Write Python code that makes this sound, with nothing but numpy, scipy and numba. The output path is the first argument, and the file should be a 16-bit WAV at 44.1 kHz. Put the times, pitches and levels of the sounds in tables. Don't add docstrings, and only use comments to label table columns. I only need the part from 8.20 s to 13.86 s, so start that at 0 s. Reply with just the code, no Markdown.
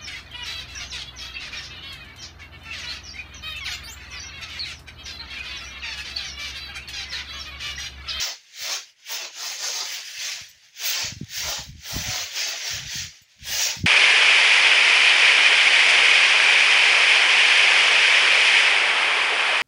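import sys
import numpy as np
from scipy import signal
from scipy.fft import rfft, irfft, next_fast_len
from scipy.io import wavfile
from scipy.ndimage import uniform_filter1d
from numba import njit

SR = 44100
rng = np.random.default_rng(int(sys.argv[2]) if len(sys.argv) > 2 else 0)


def generate_wav(signal):
    frames = np.transpose(np.atleast_2d(signal))
    scaled = np.clip(frames, -1, 1) * 32767
    pcm = np.round(scaled).astype(np.int16)
    wavfile.write(sys.argv[1], SR, pcm)


N = 249606
SIZE = next_fast_len(N + 8192)
HZ = np.arange(SIZE // 2 + 1) * SR / SIZE
T = np.arange(N) / SR

# f/Hz, level/dB
KNOCK_COLOUR = [(120, -45), (230, -34), (450, -20), (700, -15.5), (1200, -18), (1800, -4.5), (3500, -3.5),
                (4900, 0), (6300, 0.5), (7100, -7.5), (8000, -17.5)]
# f/Hz, level/dB
PORT_COLOUR = [(13700, -25), (14400, -16), (15000, -10), (15800, -7.5)]
PART_EDGES_HZ = [200, 1400, 3600, 7800, 13800, 18000]
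# wash/dB, cracks/dB
PART_KNOCKS = [(303.6, 0.15, 1.5, -1.83, -4, -9), (1204, 0.054, 2, 1, -0.5, -6),
               (1926, 0.031, 0.5, 0.91, 0, -11), (1790, 0.032, 3, 1.4, 1.5, -4.5),
               (1200, 0.011, 1, 4, 0.5, -7)]
# weave level/dB, clatter level/dB, hard edge level/dB, glassy top level/dB
LOAD_SWISHES = [(0.02, 0.18, 0.17, -26.5, -16, -4.5, -21.5, -10), (0.11, 0.09, 0.07, -42, -2, -8, -20, -18),
                (0.441, 0.12, 0.12, -33.5, -25, -5, -17, -4),
                (0.528, 0.16, .13, -28, -13.5, -4, -17.5, -10.5),
                (0.942, 0.085, 0.12, -30.5, -12, -2.5, -14.5, -4),
                (1.039, .08, .1, -35, -7, -2, -21.5, -11), (1.27, .16, 0.21, -30, -13.5, -6.5, -17, -10),
                (1.47, 0.11, 0.15, -26, -13.5, -10, -20.5, -16),
                (1.601, 0.15, 0.17, -28.5, -13, -9.5, -20.5, -16),
                (1.75, 0.14, .15, -32.5, -17, -2.5, -15.5, -10),
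                (1.89, .12, 0.21, -40, -18.5, -2, -14, -15),
                (2.06, .13, 0.25, -30.5, -18, -2.5, -16.5, -12),
                (2.69, .12, 0.24, -26.5, -14.5, -4, -15, -2), (2.818, 0.14, 0.15, -28, -14, -5, -31, -20),
                (3.191, 0.11, 0.13, -31.5, -21, -4, -15, -2),
                (3.31, 0.16, 0.19, -27.5, -11, -4.5, -18.5, -4),
                (3.76, .16, 0.23, -32, -10.5, -4, -13.5, -2.5),
                (3.952, 0.18, 0.22, -28, -14, -2.5, -19, -5.5),
                (4.209, .12, 0.37, -28, -14.5, -2.5, -20.5, -7),
                (4.50, 0.13, 0.24, -30, -16, -2, -20.5, -11),
                (4.78, 0.16, 0.16, -30.5, -22.5, -4, -20, -14), (5.331, 0.11, 0.21, -32, -14, -2, -10.5, 1),
                (5.44, 0.18, 0.19, -24, -15.5, -5.5, -18, -7)]
# lag behind the crest (negative leads)/s, rising steepness, falling steepness,
# flank exponent (larger is a flatter crest), share of the stragglers/dB
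PART_TIMING = [(-0.0065, 1.34, 1.23, 2.49, -17.5), (-0.0076, 1.01, 1.09, 1.96, -2),
               (-0.0031, 1.044, 1.13, 1.81, -1.5), (-0.024, 1.42, 1.065, 1.8, -18),
               (-0.015, 1.43, 1.3, 1.6, -21)]
# t/s, level before each part's share/dB
STRAGGLER_LEVELS = [(0.25, -56.5), (0.7, -53), (0.75, -72), (0.8, -57.5), (2.36, -55.5), (2.41, -57.5),
                    (2.45, -52.5), (2.51, -61), (3.0, -52.5), (3.55, -59), (4.98, -51.5), (5.07, -65),
                    (5.12, -56), (5.17, -60.5), (5.66, -68)]
RETUNE_S, MODES_AT_ONCE, CRACKS_PER_S = 0.09, 14, 500
FLANK_DB = 20

# t/s, level before trim and colour/dB
LONE_DROPS = [(2.3137, -31), (2.3474, -43), (2.359, -42), (2.3764, -44), (2.4874, -38), (2.5466, -41),
              (3.0224, -42), (3.0444, -29), (3.474, -37), (3.528, -39), (5.193, -36)]
# t/s, level/dB
BOWL_HITS = [(2.253, -62), (2.288, -57), (2.298, -52.5), (5.018, -53), (5.030, -57)]
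# f/Hz, mean level relative to the hit/dB, t60/s
BOWL_MODES = [(7000, -6, 0.12), (7800, -10, .12), (13250, -4, 0.07), (14810, -3, 0.065)]

# start t/s, held length/s, level/dB
AIR_GUSTS = [(0.404, 0.036, -71), (1.985, 0.092, -77), (2.13, .03, -68), (2.2, 0.034, -57),
             (2.286, .08, -67), (2.838, 0.19, -42.5), (3.07, 0.042, -48), (3.173, 0.12, -42),
             (3.38, .03, -43), (3.458, 0.12, -40), (3.6, .06, -61), (3.737, 0.054, -26.5),
             (3.868, 0.025, -29), (3.95, 0.089, -50.5), (4.52, .15, -39.5), (4.743, 0.12, -42.5),
             (5.162, .03, -59), (5.2, 0.15, -42), (5.47, 0.027, -55), (5.578, .08, -39.5)]
# t/s, level/dB
BREEZE_LEVELS = [(0.0, -68), (0.1, -94), (0.7, -92), (1.2, -77), (1.9, -85), (2.5, -82), (2.75, -66),
                 (3.6, -60), (4.2, -68.5), (5.0, -85), (5.66, -63)]
# f/Hz, level/dB
BUFFET_COLOUR = [(15, -32), (25, -1), (58, 2), (87, 5.5), (144, -0.5), (229, -13.5), (330, -23), (430, -53),
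                 (730, -120)]
# t/s, level before trim/dB, settled f/Hz
EDDY_POPS = [(0.413, -48, 88.6), (1.98, -51, 83.4), (2.049, -53, 107), (2.212, -40, 103), (2.844, -29, 107),
             (2.921, -24.5, 127), (2.964, -28, 100.6), (3.011, -15.5, 170), (3.029, -21.5, 117),
             (3.267, -33, 78.1), (3.39, -29, 127), (3.496, -29, 88.8), (3.553, -34, 120.1),
             (3.762, -15, 220), (3.772, -28, 110), (3.883, -27, 101), (4.533, -34, 85), (4.754, -26, 131),
             (4.815, -32.5, 94.2), (5.014, -49, 99.6), (5.221, -35, 72.7), (5.303, -34, 120),
             (5.567, -30, 125), (5.605, -28, 100), (5.638, -9.5, 132), (5.651, -12, 165)]
GUST_RISE_DB_S, GUST_FALL_DB_S = 700, 450
POP_CYCLES = 4.57

# f/Hz, level/dB
FLOOR_COLOUR = [(18, -26), (30, -2), (60, -26), (117, -15), (209, -21.5), (1150, -27), (2040, -7.5),
                (5830, -22), (8420, -28), (15800, -47)]
FLOOR_DB = -66.5
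LOW_CUT_HZ, TOP_HZ = 47, 15750


def kernels():
    knock = response(KNOCK_COLOUR + PORT_COLOUR)
    shared_bunch = walk(24.98)
    crack_here = rng.random(N) < CRACKS_PER_S / SR
    crack_sign = np.sign(rng.standard_normal(N))
    cracks = crack_here * crack_sign * sizes(rng.random(N), 2.3)
    out = np.zeros(N)
    for lo, hi, part, level in zip(PART_EDGES_HZ, PART_EDGES_HZ[1:], PART_KNOCKS, motion()):
        rate, t60, scatter_db, bunch_db, wash_db, crack_db = part
        rings = modal_rings(lo, hi, rate, t60, scatter_db)
        wash = rng.standard_normal(N)
        gain = knock * band(lo, hi)
        mix = np.zeros(N)
        for layer, share_db in ((rings, 0), (wash, wash_db), (cracks, crack_db)):
            mix += undb(share_db) * unit(colour(layer, gain))
        bunching = undb(bunch_db * (0.5 * shared_bunch + 0.58 * walk(40)))
        out += level * bunching * unit(mix)
    return out


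def modal_rings(lo, hi, rate, t60, scatter_db):
    when, which, damp, size = rng.random((4, int(rate * N / SR)))
    periods = N / SR / RETUNE_S
    tuning = rng.random((int(periods) + 2, MODES_AT_ONCE))
    period = (when * periods + damp).astype(int)
    mode = (which * MODES_AT_ONCE).astype(int)
    low, high = lo * 0.93, hi * 1.07
    hz = low + (high - low) * tuning[period, mode]
    decay = t60 * (0.5 + damp) * SR
    pole = np.exp(2j * np.pi * hz / SR - np.log(1000) / decay)
    start = (when * N).astype(np.int64)
    length = (decay / 2).astype(np.int64)
    return ring(start, pole, sizes(size, scatter_db), length, N)


@njit
def ring(start, pole, size, length, count):
    out = np.zeros(count)
    for k in range(len(start)):
        z = size[k] + 0j
        for i in range(start[k], min(start[k] + length[k], count)):
            out[i] += z.imag
            z *= pole[k]
    return out


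def sizes(chance, scatter_db):
    return undb(scatter_db * np.minimum(-np.log(chance), 4.0))


def motion():
    columns = np.transpose(LOAD_SWISHES)[:, :, None]
    crest, rise, fall, tick_db, weave_db, clatter_db, edge_db, top_db = columns
    coarse_t = T[::64]
    straggler_db = curve(STRAGGLER_LEVELS)
    levels = []
    for share_db, timing in zip((weave_db, clatter_db, 0, edge_db, top_db), PART_TIMING):
        lag, up, down, flat, lull_db = timing
        away = coarse_t - crest - lag
        slope = np.where(away < 0, up / rise, down / fall)
        db = tick_db + share_db - FLANK_DB * abs(away * slope) ** flat
        swish_power = np.interp(T, coarse_t, np.sum(undb(db) ** 2, axis=0))
        levels.append(np.sqrt(swish_power + undb(straggler_db + lull_db) ** 2))
    return levels


def lone_kernels():
    out, t = np.zeros(N), T[:600]
    for s, db in LONE_DROPS:
        rattle = rng.standard_normal(len(t)) * 1000.0 ** (-t / 0.0068)
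        add(out, s, undb(db - 2.0) * rattle)
    return colour(out, response(KNOCK_COLOUR + PORT_COLOUR))


def bowl():
    out, t = np.zeros(N), T[:6000]
    for s, db in BOWL_HITS:
        for hz, mode_db, t60 in BOWL_MODES:
            strength = undb(db + mode_db + 5.1 * rng.standard_normal())
            add(out, s, strength * np.sin(2 * np.pi * hz * t) * 1000.0 ** (-t / t60))
    return out


def wind():
    return buffeting() + eddies()


def buffeting():
    lumps = gusts() * unit(undb(2.5 * walk(40)) * rng.standard_normal(N))
    gain = response(BUFFET_COLOUR)
    return colour(lumps, gain / np.sqrt(np.mean(abs(gain) ** 2))) * undb(-2.0)


def eddies():
    out, t = np.zeros(N), T[:4000]
    for s, db, hz in EDDY_POPS:
        phase = 2 * np.pi * hz * t * (1 + 0.69 * np.exp(-t / 0.006))
        attack = np.sin(np.pi / 2 * np.minimum(t / 0.0046, 1)) ** 2
        decay = 1000.0 ** (-t * hz / POP_CYCLES)
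        add(out, s, undb(db + 4.5) * np.sin(phase) * attack * decay)
    return out


def gusts():
    level = curve(BREEZE_LEVELS)
    for s, length, db in AIR_GUSTS:
        before = np.maximum(s - T, 0)
        after = np.maximum(T - s - length, 0)
        level = np.maximum(level, db - GUST_RISE_DB_S * before - GUST_FALL_DB_S * after)
    return undb(level)


def background():
    return undb(FLOOR_DB) * unit(colour(rng.standard_normal(N), response(FLOOR_COLOUR)))


def response(table):
    hz, db = np.transpose(table)
    log_gain = np.interp(np.log(HZ + 1), np.log(hz), db) * np.log(10) / 20
    cepstrum = irfft(log_gain, SIZE)
    cepstrum[1:SIZE // 2] *= 2
    cepstrum[SIZE // 2 + 1:] = 0
    return np.exp(rfft(cepstrum))


def band(lo_hz, hi_hz):
    above = 1 / (1 + (lo_hz / (HZ + 1)) ** 30)
    below = 1 / (1 + (HZ / hi_hz) ** 30)
    return np.sqrt(above * below)


def colour(x, gain):
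    return irfft(rfft(x, SIZE) * gain, SIZE)[:N]


def walk(rate):
    hold = int(SR / rate)
    steps = np.repeat(rng.standard_normal(N // hold + 1), hold)
    return unit(uniform_filter1d(uniform_filter1d(steps, hold), hold)[:N])


def curve(table):
    s, db = np.transpose(table)
    return np.interp(T, s, db)


def undb(db):
    return 10 ** (np.asarray(db) / 20)


def unit(x):
    return x / np.sqrt(np.mean(x ** 2))


def add(out, s, x):
    i = int(s * SR)
    out[i:i + len(x)] += x[:N - i]


def scene():
    mono = kernels() + lone_kernels() + bowl() + wind() + background()
    return np.array([mono, mono])


def record(dry):
    high_pass = signal.butter(3, LOW_CUT_HZ, "high", fs=SR, output="sos")
    low_pass = signal.ellip(14, 0.2, 80, TOP_HZ, fs=SR, output="sos")
    return signal.sosfilt(low_pass, signal.sosfilt(high_pass, dry))


dry = scene()
out = record(dry)
generate_wav(out)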